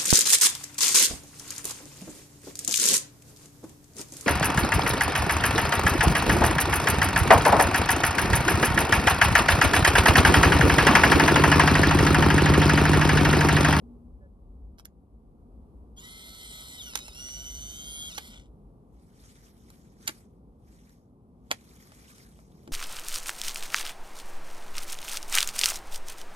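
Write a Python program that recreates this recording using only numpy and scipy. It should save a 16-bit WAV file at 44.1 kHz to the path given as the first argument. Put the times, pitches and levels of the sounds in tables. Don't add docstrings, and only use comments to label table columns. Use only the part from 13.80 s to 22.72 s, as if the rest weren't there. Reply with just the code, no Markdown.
import sys
import numpy as np
from scipy import signal
from scipy.fft import rfft, irfft
from scipy.io import wavfile
from scipy.ndimage import uniform_filter1d

SR = 44100
rng = np.random.default_rng(int(sys.argv[2]) if len(sys.argv) > 2 else 0)


def invert_db(level):
    return 10 ** (np.asarray(level, dtype=float) / 20)


def waveform_to_disk(signal):
    frames = np.transpose(np.atleast_2d(signal))
    scaled = np.clip(frames, -1, 1) * 32767
    samples = np.round(scaled).astype(np.int16)
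    wavfile.write(sys.argv[1], SR, samples)


N = 393372
TOP_HZ = 12820
TEETH = 11


def unit(x):
    return x / np.sqrt(np.mean(x ** 2))


def gain_at(hz, points):
    f, db = np.transpose(points)
    return invert_db(np.interp(np.log(np.maximum(hz, 1)), np.log(f), db))


def colour(x, points):
    size = x.shape[-1]
    hz = np.arange(size // 2 + 1) * SR / size
    return irfft(rfft(x) * gain_at(hz, points), size)


def band(x, lo_hz, hi_hz):
    return signal.sosfilt(signal.butter(2, [lo_hz, hi_hz], "band", fs=SR, output="sos"), x)


def columns(table, t):
    s, *rest = np.transpose(table)
    return [np.interp(t, s, c) for c in rest]


def walk(rate_hz, size=N):
    k = int(SR / rate_hz)
    steps = np.repeat(rng.standard_normal(size // k + 1), k)
    return unit(uniform_filter1d(uniform_filter1d(steps, k), k)[:size])


def decay(t, t60_s):
    return np.exp(-np.log(1000) * t / t60_s)


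def ports(x, pan_db=0., lag=11):
    left = np.pad(x, (lag, 0), "edge")[:len(x)]
    return np.array([left * invert_db(pan_db / 2), x * invert_db(-pan_db / 2)])


def shaft_lines(turn, shaft_hz, load, coast, play):
    # shaft harmonic, relative level running free in dB, relative level loaded in dB.
    uneven = [(4.95, -25, 3.5), (6, 7.5, -11), (7, 8, -6.5), (9, -21, -0.5), (9.88, 9.5, 2), (11, 14, 11),
              (12, -1, 8.5), (13, 2, -4), (15, -0.5, 9.5), (17, 11.5, 3.5), (18, 14, -6), (19, 9, -9),
              (20, 8.5, -4.5), (21, 9, -3.5), (23, 9, -4), (25.53, -21, 10), (26, -15, 8.5), (27, -21, -5),
              (39, 15, 3), (77.6, 6, 13), (87.5, 1, 10.5)]
    strong = {k: (free_db, loaded_db) for k, free_db, loaded_db in uneven}
    size, out = len(turn), 0
    for k in sorted(set(range(4, 8 * TEETH + 1)) | set(strong)):
        free_db, loaded_db = strong.get(k, (-4., -4.))
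        db = free_db + load * (loaded_db - free_db) + 3.5 * walk(30, size) - 15 * coast
        phase = k * turn + 3.8 * play * walk(200, size) + rng.uniform(0, 2 * np.pi)
        out = out + invert_db(db) * (k * shaft_hz < TOP_HZ) * np.sin(phase)
    return out


def housing_whirr(shaft, turn, coast, slack, whirr_db):
    # frequency in Hz, relative level in dB per Hz.
    housing = [(350, -32), (600, -14), (1460, -17.5), (1790, -30.5), (1990, -17.5), (2390, -14.5),
               (2650, -30.5), (2900, -12), (3260, -13.5), (6200, -14), (6400, -21.5), (6750, -19.5),
               (6950, -14.5), (10800, -12.5), (12500, -10.5), (13500, -39.5)]
    size = len(turn)
    grind = rng.standard_normal(size) * invert_db(2.4 * walk(700, size))
    grind *= 1 + 0.22 * np.sin(0.34 * turn)
    grind *= 1 + (0.082 + 0.18 * slack) * np.sin(turn)
    whirr = colour(grind + invert_db(-21.5) * shaft, housing)
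    dull = colour(whirr, [(2500., 0.5), (3300., 2.5), (4500., -9), (7000., -1), (12000., -17)])
    whirr += coast * (dull - whirr)
    return whirr * invert_db(whirr_db) / np.sqrt(uniform_filter1d(whirr ** 2, SR // 5))


def tooth_whine(turn, shaft_hz, load, falter, slack, play, whirr_db):
    # tooth harmonic, free level in dB, loaded level in dB, both relative to the whirr.
    tooth_lines = [(2, -9, -1), (3, -20, -6), (4, -7, -2), (5, -11, -7), (6, -14, -4), (8, -16, -7)]
    # frequency in Hz, full width in Hz at
    # which the amplitude falls to half, gain in dB.
    gearbox = [(2870, 480, -8), (3385, 370, 5), (3770, 360, -2.5), (4180, 500, -16), (5280, 260, -2),
               (5990, 520, 4.5), (6960, 1100, 3), (8016, 400, -7), (8790, 77, -17.5), (9820, 220, 0),
               (10950, 1200, 6)]
    size, whine = len(turn), 0
    flutter_db = 3 - 1.5 * load + 1.5 * falter
    for k, free_db, loaded_db in tooth_lines:
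        mesh = round(k) * (TEETH * turn + play * walk(400, size))
        mesh_hz = round(k) * TEETH * shaft_hz
        lit = sum(invert_db(db) / np.hypot(1, 2 * (mesh_hz - hz) / width_hz) ** 2 for hz, width_hz, db in gearbox)
        db = whirr_db + free_db + load * (loaded_db - free_db)
        db = db + flutter_db * walk(90, size) + (k - 2) * walk(12, size)
        db = db + (1 - 2 * max(k - 3, 0)) * falter - 16.0 * slack
        lines = np.sin(mesh) + invert_db(-13) * np.sin(mesh - turn) + invert_db(-16) * np.sin(mesh + turn)
        whine = whine + np.sqrt(2) * lit * invert_db(db) * lines
    return whine


def motor():
    # time in seconds, shaft speed in Hz.
    speed = [(2.16, 146), (2.195, 154), (2.24, 180), (2.31, 187), (2.545, 189), (2.66, 184.3), (2.97, 183),
             (2.99, 177), (3.025, 143), (3.09, 131), (3.135, 116), (3.23, 115), (3.28, 126.5), (3.31, 109),
             (3.345, 124), (3.405, 132.2), (3.85, 139.4), (4.2, 150), (4.288, 150.5), (4.335, 106),
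             (4.362, 125), (4.42, 180), (4.465, 188), (4.535, 173.6), (4.605, 135), (4.695, 121.6)]
    # time in seconds, whirr level in dB.
    effort = [(2.16, -69), (2.18, -54.5), (2.26, -50), (2.8, -46.5), (3.1, -49), (3.21, -53), (3.26, -51.5),
              (3.32, -55.5), (3.38, -49), (3.6, -50), (4.31, -48), (4.43, -51), (4.56, -51), (4.62, -64),
              (4.665, -73.5), (4.695, -88)]
    pick_up_s, power_off_s = 2.9, 4.48
    released_s = 4.375
    falter_hz_per_s, labours_hz = 500, 128
    pressed_play_rad, free_play_rad, falter_play_rad = .13, .17, .07

    start, end = (int(s * SR) for s in (speed[0][0], speed[-1][0]))
    size, t = end - start, np.arange(start, end) / SR
    shaft_hz = uniform_filter1d(columns(speed, t)[0], size=SR // 70, mode="nearest")
    whirr_db, = columns(effort, t)
    turn = 2 * np.pi * np.cumsum(shaft_hz * (1 + .0016 * walk(90, size))) / SR
    load = np.clip((175 - shaft_hz) / 22, 0, 1) * (t > pick_up_s)
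    coast = np.clip((t - power_off_s) / .05, 0, 1)
    slack = np.clip((t - released_s) / .02, 0, 1)
    speed_change = np.abs(np.gradient(shaft_hz)) * SR / falter_hz_per_s
    falter = np.clip(speed_change + (labours_hz - shaft_hz).clip(0) / 8, 0, 1)
    play = free_play_rad + load * (pressed_play_rad - free_play_rad) + falter * falter_play_rad

    shaft = shaft_lines(turn, shaft_hz, load, coast, play)
    whirr = housing_whirr(shaft, turn, coast, slack, whirr_db)
    whine = tooth_whine(turn, shaft_hz, load, falter, slack, play, whirr_db)
    out = np.zeros(N)
    out[start:end] = (whirr + whine) * np.minimum(1, np.arange(size) / 300)
    left, right = ports(out, lag=10)
    left = colour(left, [(700., -3), (2200., 3), (4000., 1.5), (7000., -2), (11000., -8)])
    return np.array([left, right])


def shutter():
    # time in seconds, level in dB, extra level of modes above 10 kHz in dB.
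    ticks = [(0.9785, -67, -10), (0.985, -57, -10), (0.990, -54, -10), (0.9973, -58, -10),
             (1.0045, -55, -8), (1.0503, -51, -10), (1.0541, -47, 9), (1.058, -58, -3), (1.0625, -62, -3)]
    # nominal mode frequency in Hz, mean level in dB, 60 dB decay in seconds.
    blades = [(3900, -16, 0.0037), (5350, 3, 0.0094), (8300, -7, 0.0043), (12100, 3.5, .009)]
    out, t = np.zeros(N), np.arange(SR // 30) / SR
    for s, db, top_db in ticks:
        ring = 0
        for hz, mode_db, t60_s in blades:
            a, b = rng.standard_normal(2)
            gain = invert_db(mode_db + 2.8 * a + top_db * (hz > 10000))
            ring = ring + gain * np.sin(2 * np.pi * hz * (1 + 0.034 * b) * t) * decay(t, t60_s)
        snap = invert_db(2) * np.diff(rng.standard_normal(len(t) + 1)) * np.exp(-t / .0008)
        at = int(s * SR)
        out[at:at + len(t)] += invert_db(db) * (ring + snap)
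    return ports(out, -3.0, lag=10)


def clicks():
    # time in seconds, rattle length in seconds, low knock in dB, crack in dB, treble in dB,
    # left minus right in dB before each band takes its share.
    blows = [(0.983, 0.0051, -67, -64, -74, -15), (0.996, 0.0011, -58, -59.5, -60, -11),
             (1.0535, .001, -65, -55, -59, -17), (3.135, .001, -54, -53, -62, -6),
             (3.154, 0.0022, -39, -34, -32.5, -23), (3.173, .002, -56, -44, -41, 9),
             (3.189, 0.00093, -56, -48, -45, -6), (3.28, 0.0024, -51, -53.5, -53, -24),
             (3.486, .001, -64, -51, -68, -8), (4.3772, 0.0077, -40, -38.5, -44, -20),
             (5.902, 0.0012, -65, -64.5, -57, -6), (6.270, 0.003, -58, -51, -52, -9),
             (6.2753, 0.0054, -46, -30.5, -29.5, -9), (6.288, 0.0073, -43.5, -43.5, -48.5, 14.5),
             (7.093, 0.0026, -73, -71, -70, -3), (7.7067, 0.0033, -39.5, -52, -52, -3),
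             (7.7129, 0.00078, -29, -27.5, -34.5, -9), (7.721, 0.0019, -41, -48, -43, 10),
             (8.119, .001, -57, -62.5, -74, -3), (8.3815, 0.00087, -72, -67, -61, -3),
             (8.589, .001, -58.5, -70, -88, 1), (8.8753, 0.0011, -54.5, -59.5, -64, -3)]
    # nominal mode frequency in Hz, mean relative level in dB, 60 dB decay in seconds.
    shell = [(760, -8.5, 0.012), (1004, -7, 0.02), (1328, -6.5, 0.0098), (2328, 4, 0.006),
             (3360, 4.5, 0.006), (4260, 7.5, 0.005), (5210, 10.5, 0.0046), (7287, 11.5, 0.006)]
    lowered_s = 5.2
    out, lead = np.zeros((2, N + SR)), SR // 80
    t = (np.arange(SR // 5) - lead) / SR
    ring_t, after = t - t[0], np.maximum(t, 0)
    for s, lasts_s, low_db, crack_db, treble_db, pan_db in blows:
        ring = 0
        for hz, db, t60_s in shell:
            a, b = rng.standard_normal(2)
            mode = np.sin(2 * np.pi * hz * (1 + 0.029 * b) * ring_t)
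            ring = ring + invert_db(db + a) * mode * decay(ring_t, t60_s)
        fade = decay(np.maximum(t - lasts_s, 0), 0.015) * (1 - np.exp(-after / 0.00023))
        fade += invert_db(-27) * np.exp(-np.abs(t) / .004)
        rattle = rng.standard_normal(len(t)) * invert_db(2.5 * rng.standard_normal(len(t))) * fade
        struck = unit(rattle) + invert_db(-10.5) * unit(signal.fftconvolve(rattle, ring)[:len(t)])
        at = int(s * SR) - lead
        parts = ((280, 620, low_db - 13.5, .1), (620, 1300, low_db, .1), (1300, 2700, crack_db - 1.5, .2),
                 (2700, 6500, crack_db, .3), (6500, 13500, treble_db, .6))
        for k, (lo_hz, hi_hz, db, shade) in enumerate(parts):
            part = (-1) ** k * band(struck, lo_hz, hi_hz)
            part = invert_db(db) * part / np.std(part[lead:lead + SR // 140])
            out[:, at:at + len(t)] += ports(part, shade * pan_db, lag=10 if s < lowered_s else 11)
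    return out[:, :N]


def thumps():
    # time in seconds, initial level in dB, frequency in Hz.
    knocks = [(3.155, -45, 332), (4.379, -42.5, 306), (4.784, -65, 190), (6.291, -38, 316),
              (6.743, -52, 226), (7.712, -32.5, 274), (8.876, -38, 324), (8.89, -35, 292),
              (8.909, -37, 297)]
    out, t = np.zeros(N + SR), np.arange(SR // 8) / SR
    for s, db, hz in knocks:
        at = int(s * SR)
        out[at:at + len(t)] += invert_db(db) * np.sin(2 * np.pi * hz * t) * np.exp(-t / 0.0063)
    return ports(out[:N], 1.1)


def scrapes():
    per_s, fall_s = 900, .004
    out = 0
    for hz in 1500 * 1.2 ** np.arange(9):
        starts = rng.exponential(size=N) * (rng.random(N) < per_s / 9 / SR)
        shape = signal.lfilter([1], [1, -np.exp(-1 / (fall_s * SR))], starts)
        out = out + unit(band(shape * rng.standard_normal(N), hz, 1.25 * hz))
    return unit(out)


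def jacket():
    # start in seconds, end in seconds, relative level at the start in dB, at the end in dB.
    movements = [(5.158, 5.362, -78, -69.5), (5.416, 5.7, -60, -64), (5.74, 5.894, -71, -64),
                 (5.928, 6.17, -65.5, -70), (6.218, 6.303, -63.5, -52.5), (6.918, 7.127, -68.5, -67.5),
                 (7.76, 7.88, -65, -64), (7.894, 8.313, -61.5, -58), (8.354, 8.61, -60.5, -68.5),
                 (8.65, 8.922, -71, -68)]
    # frequency in Hz, relative level in dB per Hz.
    cloth = [(500, -14.5), (1200, -0.5), (2370, -4), (2640, -10), (3200, -6), (4520, -6.5), (5370, -3.5),
             (11700, -8.5), (13000, -8.5), (13500, -38)]
    swell_db_per_s, fade_db_per_s = 134, 146
    crinkles_per_s, crinkle_boost = 400, .6
    t = np.arange(N) / SR
    curves = []
    for start, end, start_db, end_db in movements:
        level_db = np.interp(t, (start, end), (start_db, end_db))
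        level_db = level_db - swell_db_per_s * np.maximum(start - t, 0)
        curves.append(level_db - fade_db_per_s * np.maximum(t - end, 0))
    db = np.max(curves, axis=0)

    slips = rng.standard_normal((3, N)) * invert_db(3.3 * rng.standard_normal((3, N)))
    snaps = rng.exponential(size=N) * (rng.random(N) < crinkles_per_s / SR)
    slips[0] *= 1 + crinkle_boost * uniform_filter1d(snaps, size=40) * 40
    rustle = 0
    for k, hz in enumerate(700 * 1.2 ** np.arange(17)):
        rustle = rustle + (-1) ** k * band(slips, hz, 1.2 * hz) * invert_db(2.6 * walk(40))
    rustle[0] += invert_db(-3) * np.std(rustle[0]) * scrapes()
    near, left, right = unit(colour(rustle, cloth)) * invert_db(db + 1.2 * walk(25) + 1.2 * walk(150))
    wide = colour(np.array([left, right]), [(4000., -1.5), (9000., 2)])
    return 0.51 * ports(near, -0.6, lag=14) + wide


def surroundings(x, t60_s=0.097, wet_db=-10):
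    t = np.arange(SR // 3) / SR
    echo = unit(rng.standard_normal((2, len(t))) * decay(t, t60_s)) / np.sqrt(len(t))
    return x + invert_db(wet_db) * signal.fftconvolve(x, echo, axes=1)[:, :N]


def traffic():
    # time in seconds, drone level in dB, rumble level in dB.
    levels = [(0.0, -53.5, -48.5), (0.5, -57.5, -53.5), (3.7, -53.5, -53), (7.1, -59, -60.5),
              (8.92, -54.5, -57.5)]
    # frequency in Hz, relative level in dB per Hz.
    town = [(47, -47.5), (80, -7.5), (193, -6.5), (244, -6.5), (316, -14.5), (409, -14.5), (552, -20.5),
            (601, -23.5), (729, -21.5), (1170, -28), (1680, -49.5), (7090, -58), (9580, -51.5),
            (13500, -54)]
    drone_db, rumble_db = columns(levels, np.arange(N) / SR)
    noise = rng.standard_normal((3, N))
    shared = ports(colour(noise[0], [(500., -1.0), (2500., -13.0)]), 0.9)
    loose = colour(noise[1:], [(250., -11.5), (2500., -2.0)])
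    drone = invert_db(drone_db + walk(3)) * unit(colour(shared + loose, town))
    deep = unit(band(band(rng.standard_normal((3, N)), 42.0, 66.0), 30., 110.0))
    rumble = invert_db(rumble_db + 2.6 * walk(4)) * (ports(deep[0], 1.3) + 0.22 * deep[1:])
    return drone + rumble


def hum():
    hum_hz, hum_db, throb_hz, fade_start_s, fade_s = 239, -49.5, 5.4, 0.26, 0.05
    t = np.arange(N) / SR
    throb = np.abs(np.sin(np.pi * throb_hz * (t - .198))) ** 0.72
    fade = np.clip(0.93 + t / 0.12, 0, 1) * np.clip((fade_start_s - t) / fade_s + 1, 0, 1)
    return ports(np.sqrt(2) * invert_db(hum_db) * throb * fade * np.sin(2 * np.pi * hum_hz * t), 1.9)


def toot():
    start_s, length_s = 0.406, 0.069
    t = np.arange(N) / SR
    shape = np.sin(np.pi * np.clip((t - start_s) / length_s, 0, 1)) ** .5
    note = 0
    for hz, db in ((570, -61.5), (1490, -82), (1700, -71)):
        note = note + np.sqrt(2) * invert_db(db) * np.sin(2 * np.pi * hz * t + walk(69))
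    return ports(shape * note)


def scene():
    camera = surroundings(motor(), t60_s=.06) + surroundings(shutter(), t60_s=0.032, wet_db=-4)
    hands = surroundings(clicks() + thumps())
    return camera + hands + jacket() + traffic() + hum() + toot()


def low_pass(x):
    return signal.sosfilt(signal.butter(12, 14180, fs=SR, output="sos"), x)


def record(dry):
    mix = signal.sosfilt(signal.ellip(8, .2, 60, TOP_HZ, fs=SR, output="sos"), dry)
    return low_pass(mix)


dry = scene()
out = record(dry)
waveform_to_disk(out)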